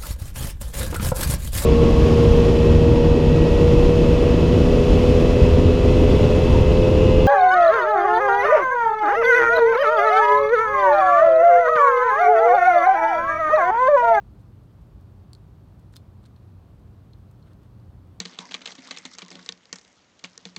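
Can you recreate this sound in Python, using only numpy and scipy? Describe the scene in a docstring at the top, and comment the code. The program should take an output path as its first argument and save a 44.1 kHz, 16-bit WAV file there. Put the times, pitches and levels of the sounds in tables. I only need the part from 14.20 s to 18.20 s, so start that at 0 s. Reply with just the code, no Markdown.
"""A quiet room, close microphone: a steel craft knife works on a small, hard, hand-held sculpted face.
Rumble, mains hum and hiss lie under it all, with stray ticks of dust beneath the edge. In the first
second the hands shift in two low swells and the edge scrapes faintly. At 1.1 s it catches and slips off
with dry, ringing clicks; a tight cluster follows near 1.75 s, then softer ones, among brief scrapes and
tiny flying chips. After 3.2 s the edge rubs dully, and a last faint click and chip end the work."""
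import sys
import numpy as np
from scipy import signal
from scipy.fft import rfft, irfft
from scipy.io import wavfile
from scipy.ndimage import map_coordinates

SR = 44100
rng = np.random.default_rng(int(sys.argv[2]) if len(sys.argv) > 2 else 0)


def transcribe(u):
    """Save the signal u as a 16-bit wav file named by the first command-line argument.

    u: samples, shape (n,) or (channels, n), limited to [-1, 1]; the rate is SR.
    q: integer samples, one column per channel.
    """
    v = np.clip(np.atleast_2d(u).T, -1, 1)
    q = np.round(v * 32767).astype(np.int16)
    wavfile.write(sys.argv[1], SR, q)


N = 176400


def amp(db):
    """Decibels to gain."""
    return 10 ** (np.asarray(db) / 20)


def unit(x):
    """Scale to rms 1."""
    return x / np.sqrt(np.mean(x ** 2) + 1e-20)


def add(track, start_s, sound):
    """Mix a sound into the track at a time."""
    part = track[round(start_s * SR):][:len(sound)]
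    part += sound[:len(part)]


def noise(spectrum):
    """Noise of rms 1, shaped by points of f/Hz, relative level/dB."""
    hz, db = np.transpose(spectrum)
    f = np.fft.rfftfreq(N, 1 / SR)
    gain = amp(np.interp(np.log(f + 1), np.log(hz), db))
    return unit(irfft(rfft(rng.standard_normal(N)) * gain, N))


def ring(modes, t, pitch=1, scatter_db=1):
    """Damped modes, struck a little differently each time."""
    return sum(amp(db + scatter_db * rng.standard_normal() - 60 * t / t60)
               * np.sin(2 * np.pi * hz * pitch * t) for hz, db, t60 in modes)


# Spectra of the room's rumble and the microphone's hiss: f/Hz, relative level/dB
RUMBLE_SPECTRUM = [(15, -33), (28, -39), (38, -24), (47, -4.5), (57, -7), (66, -6), (76, -10.5), (91, 0),
                   (102, -6), (122, -7.5), (138, -17), (156, -7.5), (172, -13.5), (190, -14.5), (213, -11),
                   (228, -20.5), (305, -18), (360, -24.5), (400, -22.5), (440, -28.5), (510, -27.5),
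                   (620, -30), (1150, -34.5), (1700, -43), (3000, -57), (8000, -76)]
HISS_SPECTRUM = [(300, -17), (1500, -4), (2500, 2.5), (4300, 1), (5200, -3), (7600, -7), (9400, -6.5),
                 (10400, -11.5), (12400, -5.5), (14000, -9.5), (15800, -10.5)]
def room_tone(rumble_db=-47.5, hiss_db=-75, hum_hz=119.84, hum_db=-56):
    """The bed behind the work: steady low rumble, mains hum and microphone hiss."""
    rumble = amp(rumble_db) * noise(RUMBLE_SPECTRUM)
    hiss = amp(hiss_db) * noise(HISS_SPECTRUM)
    hum = amp(hum_db) * np.sqrt(2) * np.sin(2 * np.pi * hum_hz * np.arange(N) / SR)
    return rumble + hiss + hum


# Shifts of the hands: t/s, length/s, level/dB
HAND_SHIFTS = [(0.032, 0.19, -51), (0.564, 0.3, -50)]
# Spectrum of their rumble: f/Hz, relative level/dB
HAND_SPECTRUM = [(24, -45), (37, -21), (46, 3.5), (65, -2.5), (100, -11), (300, -73)]
def handling():
    """Hands moving near the microphone make soft, low swells."""
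    out = np.zeros(N)
    for start_s, length_s, db in HAND_SHIFTS:
        swell = signal.windows.tukey(int(length_s * SR), .5)
        add(out, start_s, amp(db) * swell * noise(HAND_SPECTRUM)[:len(swell)])
    return out


def reflections(direct, desk_s=.0043, desk_db=-15, room_t60_s=.11, room_db=-17.5):
    """One bounce off the desk reaches the microphone, then the room's short diffuse tail."""
    t = np.arange(SR // 4) / SR
    response = rng.standard_normal(len(t)) * amp(-60 * t / room_t60_s)
    response *= amp(room_db) / np.linalg.norm(response)
    response[0] += amp(desk_db)
    out = np.zeros(N)
    add(out, desk_s, signal.fftconvolve(direct, response))
    return out


def dust(count=36, typical_db=-77, centre_hz=8800, log_spread=.1, t60_s=.014):
    """Dust crunches under the resting edge in tiny ticks at random moments."""
    out, t = np.zeros(N), np.arange(SR // 50) / SR
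    for when, pitch, size in rng.random((count, 3)):
        hz = centre_hz * np.exp(log_spread * (2 * pitch - 1))
        add(out, when * N / SR, 2 * size * ring([(hz, typical_db, t60_s)], t))
    return out


# Chips flicking off the edge: t/s, level/dB
CHIP_FLICKS = [(.8097, -67), (1.5950, -64), (1.753, -62), (2.594, -73), (2.9837, -74), (3.1116, -64),
               (3.332, -68), (3.432, -68), (3.8707, -74)]
# Spectrum of chips and grit: f/Hz, relative level/dB
GRIT_SPECTRUM = [(1000, -19), (3000, -4), (5000, -1.5), (8500, 0), (10700, -8), (12500, -1), (15500, -6.5)]
def chips(t60_s=.024):
    """Material breaks away in faint, bright ticks."""
    out, t = np.zeros(N), np.arange(SR // 20) / SR
    for start_s, db in CHIP_FLICKS:
        add(out, start_s, amp(db - 60 * t / t60_s) * noise(GRIT_SPECTRUM)[:len(t)])
    return out


# Short strokes of the edge: t/s, length/s, scrape level/dB, rub relative to scrape/dB
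STROKES = [(0.186, 0.038, -76.5, -8), (0.605, 0.032, -79.5, -14), (1.722, 0.024, -68.5, -14),
           (1.757, 0.017, -58.5, -19), (2.026, 0.022, -75, 5), (2.05, 0.023, -69, 1),
           (3.256, 0.037, -82.5, 16.5), (3.297, 0.05, -86, 15), (3.408, 0.068, -85, 13)]
# Spectra of the bright scrape and the dull rub: f/Hz, relative level/dB
SCRAPE_SPECTRUM = [(1000, -2.5), (3000, 0.5), (3800, 1), (4200, 2), (4600, 4), (6500, 0.5), (9300, 3.5),
                   (10500, -8), (15500, -10)]
RUB_SPECTRUM = [(400, -13), (1300, 13.5), (2200, 0), (3800, 1), (6000, -23), (15000, -33)]
def scrapes(slips_per_s=900, roughness=.45):
    """The edge drags over the surface in tiny uneven slips."""
    out = np.zeros(N)
    for start_s, length_s, db, rub_db in STROKES:
        t = np.arange(int(length_s * SR)) / SR
        slips = map_coordinates(rng.standard_normal(256), [t * slips_per_s], mode="wrap")
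        envelope = signal.windows.tukey(len(t), .5) * unit(np.exp(roughness * slips))
        friction = noise(SCRAPE_SPECTRUM) + amp(rub_db) * noise(RUB_SPECTRUM)
        add(out, start_s, amp(db) * envelope * friction[:len(t)])
    return out


def treble_db(hz, hardness, corner_hz=5600):
    """Hard contacts reach the high modes, soft ones do not: a tilt in dB per octave above the corner."""
    return hardness * np.log2(max(hz / corner_hz, 1))


# Modes of the pressed blade, its plastic holder and the sculpture: f/Hz, relative level/dB, t60/s
BLADE_MODES = [(2350, -15, .005), (4220, -5, .008), (4460, -1, .009), (5150, -16, .007), (7450, -7, .0065),
               (8400, -5, .0065), (8950, -8, .006), (9450, -13, .005), (12000, -14, .004),
               (14000, -17, .003), (15300, -14, .003)]
HOLDER_MODES = [(2620, -14, .016), (3400, -11, .011), (3680, -1, .012), (4950, -6, .008), (5750, -12, .008)]
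SCULPTURE_MODES = [(1440, -6, 0.0083), (1720, -3.5, 0.0091), (2200, -11, 0.0087)]
# Spectrum of the brittle snap of a hard landing: f/Hz, relative level/dB
SNAP_SPECTRUM = [(2000, -18), (5000, -6), (8500, -2), (10700, -10), (14000, 0), (15500, 1)]
# Blade contacts: t/s, level/dB, knock/dB, holder rattle/dB, hardness/(dB per octave),
# blade pitch/ratio, after-ring/dB, snap/dB; the later dB columns are relative to the level
CONTACTS = [(1.1326, -39.3, -18, -30, -1, 1.014, -38, -24), (1.1503, -42.5, -15, -26, -11, 0.98, -29, -19),
            (1.7390, -52.5, 6, -8, -9, .89, -16, -22), (1.7572, -56, -3, -1, 2, 1.1, -22, -30),
            (1.7601, -47, -7, 4, 1, 1.15, -26, -20), (1.7656, -39.5, -4, -1, 3, .99, -8, -1),
            (1.7695, -42, -12, -5, -10, .92, -28, -30), (2.0408, -57, -2, -10, -6, 0.91, -24, -25),
            (2.054, -55, -10, -9, -8, .9, -26, -25), (2.0598, -52, -12, -5, -4, 0.98, -22, -24),
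            (2.163, -55.5, -13, -4, -11, 0.94, -19, -25), (2.9327, -51.5, -18, -8, -24, .97, -19, -30),
            (2.9348, -46.5, -18, -11, -22, 0.91, -26, -30), (3.2267, -57, -16, -22, -22, .97, -8, -28),
            (3.3330, -60, -11, -12, -2, 1, -20, -15), (3.5993, -60.5, -18, -22, -17, 1.02, -20, -22)]
def clicks(free_hz=4200, free_t60_s=.045, snap_t60_s=.0043, grit_db=-18.5, grit_t60_s=.017):
    """Close up, the edge slips and lands: steel rings, the face knocks, the holder rattles."""
    out, t = np.zeros(N), np.arange(SR // 10) / SR
    for start_s, db, knock_db, holder_db, hardness, pitch, free_db, snap_db in CONTACTS:
        struck = [(hz, level + treble_db(hz, hardness), t60) for hz, level, t60 in BLADE_MODES]
        steel = ring(struck, t, pitch)
        steel += ring([(free_hz, free_db, free_t60_s)], t)  # the freed blade rings on in its main mode
        body = amp(knock_db) * ring(SCULPTURE_MODES, t) + amp(holder_db) * ring(HOLDER_MODES, t)
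        snap = amp(snap_db - 60 * t / snap_t60_s) * noise(SNAP_SPECTRUM)[:len(t)]
        crumbling = amp(grit_db + treble_db(hz=10000, hardness=hardness) - 60 * t / grit_t60_s)
        grit = crumbling * noise(GRIT_SPECTRUM)[:len(t)]
        rise_s = .0001 * 2 ** (-hardness / 13)  # softer contacts rise more slowly
        attack = 1 - np.exp(-t / rise_s)
        add(out, start_s, amp(db) * (snap + (steel + body + grit) * attack))
    return out


def scene():
    """One microphone close to the knife, over a desk in the quiet room."""
    room = room_tone()
    knife = clicks() + chips() + scrapes() + dust()
    return (room + handling() + knife + reflections(knife))[None]


def record(dry):
    """The recorder keeps nothing above its band limit."""
    top_hz = 15900
    passband = np.fft.rfftfreq(N, 1 / SR) < top_hz
    return irfft(rfft(dry) * passband, N)


dry = scene()
out = record(dry)
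transcribe(out)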